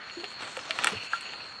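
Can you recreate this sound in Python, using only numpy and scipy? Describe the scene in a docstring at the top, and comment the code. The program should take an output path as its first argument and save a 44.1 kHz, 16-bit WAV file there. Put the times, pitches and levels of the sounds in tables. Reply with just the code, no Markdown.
"""Close by in a forest by day, branches bend: leaves rustle in waves (short scrapes over hiss), twigs snap
(clicks and splinters ringing damped modes) and a few hollow stems knock (fading tones, the low ones rumbling).
Behind them cicadas buzz near 4 kHz (click trains in resonances) and crickets whistle in phrases (near sines).
A lower buzz of resonant noise comes and goes over a soft wash of far foliage (coloured, flickering noise).
One small microphone hears it all."""
import sys
import numpy as np
from scipy import signal
from scipy.fft import rfft, irfft
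from scipy.io import wavfile
from scipy.ndimage import uniform_filter1d

SR = 44100
rng = np.random.default_rng(int(sys.argv[2]) if len(sys.argv) > 2 else 0)


def file_out(sig):
    """Save sig as 16-bit WAV at sys.argv[1]."""
    # one column per channel
    cols = np.atleast_2d(sig).T
    # limit, then scale
    lim = np.clip(cols, -1, 1)
    pcm = np.round(lim * 32767).astype(np.int16)
    wavfile.write(sys.argv[1], SR, pcm)


def convert_level_to_amplitude(level_db):
    """Map a level in decibels to its linear amplitude factor."""
    exponent = np.asarray(level_db, float) / 20
    return 10 ** exponent


N = 70560
T = np.arange(N) / SR  # s
BIN_HZ = np.arange(N // 2 + 1) * SR / N  # pitch of each spectrum bin
TREBLE_HZ = 5000  # leaves and twigs set their treble apart above this


def level(x, db):
    """Scale to an rms level."""
    return x * convert_level_to_amplitude(db) / np.sqrt(np.mean(x ** 2))


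def curve(rows, column):
    """One column of a table, joined by straight lines in time."""
    return np.interp(T, [r[0] for r in rows], [r[column] for r in rows])


def colour(x, points):
    """Filter a sound by a gain curve of (Hz, dB) points, straight over log frequency."""
    point_hz, point_db = np.transpose(points)
    gain_db = np.interp(np.log(np.maximum(BIN_HZ, 1)), np.log(point_hz), point_db)
    return irfft(rfft(x) * convert_level_to_amplitude(gain_db), N)


def ring(x, hz, t60):
    """One damped mode, struck by x; it fades 60 dB in t60 seconds."""
    pole = np.exp(2j * np.pi * hz / SR - np.log(1000) / (t60 * SR))
    return signal.lfilter([1], [1, -pole], x).imag


def walk(rate):
    """Random levels held 1 / rate s and slewed twice; spread near 1."""
    hold = int(SR / rate)
    steps = np.repeat(rng.standard_normal(N // hold + 1), hold)
    return 1.3 * uniform_filter1d(uniform_filter1d(steps, hold), hold)[:N]


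def patchy(x, per_octave, db, rate):
    """Overlapping bands of a sound, each flickering alone."""
    spectrum, out = rfft(x), 0
    place = per_octave * np.log2(np.maximum(BIN_HZ, 1))
    for centre in range(4 * per_octave, 16 * per_octave):
        band = irfft(spectrum * np.clip(1 - abs(place - centre), 0, 1), N)
        out = out + band * convert_level_to_amplitude(db * walk(rate))
    return out


def leaves():
    """Dense short scrapes over hiss; level and brightness follow the bending."""
    # Waves of rustling. Each row: time in seconds, level in dB before the treble gain, treble gain in dB.
    rustle = [(0, -51, -2.5), (.11, -48.5, 0), (.38, -47.5, 3.5), (.42, -39.5, 1), (.56, -46, 8),
              (.68, -42.5, 1.5), (.77, -39.5, 2), (.81, -35, -1), (.9, -35, 5), (1.0, -47, 4.5),
              (1.055, -44.5, 10), (1.09, -58.5, 5), (1.13, -40.5, 3.5), (1.2, -50, 3), (1.35, -45, -2.5),
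              (1.6, -58, 6.5)]
    # Relative colour of the leaf noise as the small microphone picks it up.
    # Each row: frequency in Hz, density in dB per Hz.
    leaf_colour = [(50, -13.5), (200, -4), (800, 0.5), (1350, 2.5), (2050, -0.5), (2710, -1.5),
                   (3700, -1.5), (5200, -13.5), (8400, -17), (9600, -28), (10600, -47), (11500, -40),
                   (15500, -55)]
    grains_per_s, grain_decay_s = 1200, .0015
    scatter_db = 4  # grain strength varies upward, to twice this
    hiss_db = 0  # against the scrapes
    flicker_db, flicker_per_s = 3.5, 25

    strength = convert_level_to_amplitude(scatter_db * np.minimum(rng.exponential(size=N), 2))
    hits = (rng.random(N) < grains_per_s / SR) * strength
    envelope = signal.lfilter([1], [1, -np.exp(-1 / (grain_decay_s * SR))], hits)
    scrape = level(envelope * rng.standard_normal(N), 0)
    hiss = level(rng.standard_normal(N), hiss_db)
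    rustling = level(colour(scrape + hiss, leaf_colour), 0)
    treble = irfft(rfft(rustling) * (BIN_HZ > TREBLE_HZ), N)
    body = rustling - treble
    treble = patchy(treble, 4, flicker_db, flicker_per_s) * convert_level_to_amplitude(curve(rustle, column=2))
    return (body + treble) * convert_level_to_amplitude(curve(rustle, column=1))


def twigs():
    """Each snap is a click plus fading splinters; it favours the modes near its pitch."""
    # What twigs ring with. Each row: mode frequency in Hz, mode strength in dB.
    modes = [(820, 0), (1340, 0.5), (1840, -2), (2300, -1), (2750, 3.5), (3450, 1), (4350, 2), (5600, -7),
             (7300, -2.5), (8300, 2.5), (9300, -1.5), (11500, -11.5)]
    # Snaps. Each row: start in seconds, strength in dB, favoured pitch in Hz,
    # gain of the crack above 5 kHz in dB, splinter fade by 60 dB in seconds.
    snaps = [(0.0979, -34.5, 2340, -26, 0.12), (0.2416, -29.5, 2850, -15, 0.11),
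             (0.5679, -27.5, 1870, -32, 0.026), (0.572, -33.5, 1320, -2, 0.08),
             (0.591, -32.5, 1900, -26, 0.09), (0.7079, -18, 2960, -15.5, 0.041),
             (0.7878, -20, 1760, -14.5, 0.051), (0.8372, -23.5, 2720, -11, 0.049),
             (0.8444, -15.5, 2030, 3, 0.032), (0.8706, -15, 1750, -4.5, 0.096),
             (0.8733, -22, 2700, -30, 0.049), (1.13, -34, 2720, -11, 0.42), (1.209, -38.5, 2550, 3.5, 0.1),
             (1.335, -34, 1780, -30, .06)]
    favour_octaves = 0.92  # a mode this far from the favoured pitch is 6 dB weaker
    splinters_per_s, splinter_db, treble_splinter_db = 2000, -12, -2.5  # treble dB comes on top
    fade_cycles = 27  # of a mode, to fade 60 dB
    low_hz, top_hz = 480, 11500  # band in which the snaps are heard: thin twigs give little bass, and the treble rolls off

    out, t = np.zeros(N + SR), T[:SR // 4]
    shape = (len(snaps), len(t))
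    splinters = rng.standard_normal(shape) * (rng.random(shape) < splinters_per_s / SR)
    for (start, db, pitch_hz, crack_db, tail_s), noise in zip(snaps, splinters):
        force = convert_level_to_amplitude(splinter_db) * noise * convert_level_to_amplitude(-60 * t / tail_s)
        treble_force = force * convert_level_to_amplitude(treble_splinter_db)
        force[0] = treble_force[0] = 1  # the click
        for k, (hz, mode_db) in enumerate(modes):
            if hz > TREBLE_HZ:
                push, near_db = treble_force, crack_db
            else:
                push, near_db = force, -6 * (np.log2(hz / pitch_hz) / favour_octaves) ** 2
            gain = (-1) ** k * convert_level_to_amplitude(db + mode_db + near_db)  # neighbouring modes in opposite phase
            out[int(start * SR):][:len(t)] += gain * ring(push, hz, fade_cycles / hz)
    band = signal.butter(5, [low_hz, top_hz], "band", fs=SR, output="sos")
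    return signal.sosfilt(band, out[:N])


def stems():
    """Knocks on hollow stems, soft or hard: ringing modes, more of a rumble the lower they are."""
    # Each row is one mode, and rows starting together make one knock.
    # Each row: start in seconds, level in dB, pitch in Hz, fade by 60 dB in seconds.
    knock_modes = [(0.169, -32.5, 342.3, 0.25), (0.233, -32.5, 408, 0.088), (.236, -33.5, 733, 0.05),
                   (.572, -27, 519, 0.064), (0.696, -31.5, 645, 0.11), (0.92, -32.5, 219, 0.15),
                   (0.942, -36.5, 108.3, 0.15), (0.931, -31, 442, 0.071), (1.133, -20.5, 1374, 0.11),
                   (1.1338, -13.5, 1594, 0.022), (1.134, -26, 857, 0.03)]
    attack_cycles, rattle_cycles = .9, 7  # time constant of the onset; 60 dB fade of the rattle's resonance
    clean_hz = 300  # well below this pitch a mode is mostly rumble

    out = 0
    for start, db, hz, t60 in knock_modes:
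        t = np.maximum(T - start, 0)
        rumble_share = np.exp(-(hz / clean_hz) ** 2)
        rattle_t60 = rattle_cycles / hz
        rattle = level(ring(ring(rng.standard_normal(N), hz, rattle_t60), hz, rattle_t60), 0)
        tone = np.sin(2 * np.pi * hz * t)
        envelope = convert_level_to_amplitude(db - 60 * t / t60) * (1 - np.exp(-t * hz / attack_cycles))
        out = out + envelope * ((1 - rumble_share) * tone + rumble_share * rattle)
    return out


def cicadas(count=6):
    """A few singers: uneven tymbal clicks ring a body resonance, each at its own pitch and rate."""
    # Swell of the chorus. Each row: time in seconds, level in dB.
    chorus = [(0, -50), (.35, -45.5), (.55, -50), (1, -45.5), (1.6, -45)]
    middle_hz, spread_hz, bandwidth_hz = 4316, 40, 209  # spread is from singer to singer
    clicks_per_s = 130  # of the middle singer; the click spacing shifts by 8 % of this one's per singer
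    jitter, scatter_db = 0.071, 3  # of the click spacing, as a fraction, and of the click strength

    t60, out = np.log(1000) / (np.pi * bandwidth_hz), 0
    for k in range(count):
        timing, strength = rng.standard_normal((400, 2)).T
        spacing = SR / clicks_per_s * (1 + .08 * (k - count / 2))  # samples
        at = np.cumsum(spacing * np.clip(1 + jitter * timing, .2, 2)).astype(int) + rng.integers(300)
        inside = at < N
        clicks = np.zeros(N)
        clicks[at[inside]] = convert_level_to_amplitude(scatter_db * strength[inside])
        clicks = clicks * convert_level_to_amplitude(2 * walk(12))  # each singer's level wanders
        hz = middle_hz + spread_hz * (k - (count - 1) / 2)
        out = out + ring(ring(clicks, hz, t60), hz, t60)
    return level(out, 0) * convert_level_to_amplitude(curve(chorus, column=1))


def crickets():
    """Near sines in soft-edged phrases; pitch and level waver."""
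    # Phrases, near and far. Each row: start in seconds, length in seconds, pitch in Hz, peak level in dB,
    # the last two being what the wavering moves around.
    phrases = [(0, 1.6, 6800, -71), (.108, .22, 6830, -58.5), (.655, .075, 6820, -61),
               (1.078, .115, 6800, -54), (1.215, .085, 6790, -57.5), (1.48, .05, 6770, -61),
               (1.02, .36, 9220, -75)]
    edge_s, waver_db, waver_pitch = .012, 3, .003  # pitch waver as a fraction

    out = 0
    for start, length, hz, db in phrases:
        gate = np.clip(np.minimum(T - start, start + length - T) / edge_s, 0, 1)
        loudness = convert_level_to_amplitude(db + waver_db * walk(70))
        phase = 2 * np.pi * np.cumsum(hz * (1 + waver_pitch * walk(60))) / SR
        out = out + gate * loudness * np.sin(phase)
    return out


def low_buzz():
    """A lower buzz, likely a second insect: fluttering noise in one resonance."""
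    # Rise and fall of the buzz. Each row: time in seconds, level in dB.
    swell = [(.88, -58), (.93, -40.5), (1.08, -43.5), (1.11, -46.5), (1.33, -47), (1.6, -60.5)]
    hz, t60 = 2720, 0.0037  # Hz, s
    flutter = rng.standard_normal(N) * convert_level_to_amplitude(3.0 * walk(90.0))
    return level(ring(ring(flutter, hz, t60), hz, t60), 0) * convert_level_to_amplitude(curve(swell, column=1))


def wash():
    """Far foliage and air: coloured noise, flickering octave by octave."""
    # Relative colour of the far foliage. Each row: frequency in Hz, density in dB per Hz.
    wash_colour = [(30, -56), (65, -4), (220, -5.5), (900, -5.5), (1350, 3), (2700, -7), (4000, -16.5),
                   (5000, -40), (9000, -62.5), (15500, -68)]
    flicker_db, flicker_per_s = 2.5, 12.32
    noise = colour(rng.standard_normal(N), wash_colour)
    return level(patchy(noise, 1, flicker_db, flicker_per_s), -49.5)


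def scene():
    """All sources at one point."""
    near = leaves() + twigs() + stems()
    insects = cicadas() + crickets() + low_buzz()
    return (near + insects + wash())[None]


def band_limit(x):
    """A steep low-pass at the top of the band."""
    return signal.sosfilt(signal.butter(12, 15620, fs=SR, output="sos"), x)


def record(dry):
    """The small microphone drops the deep bass, below 63 Hz."""
    bass_cut = signal.butter(2, 63, "high", fs=SR, output="sos")
    mix = signal.sosfilt(bass_cut, dry)
    return band_limit(mix)


dry = scene()
out = record(dry)
file_out(out)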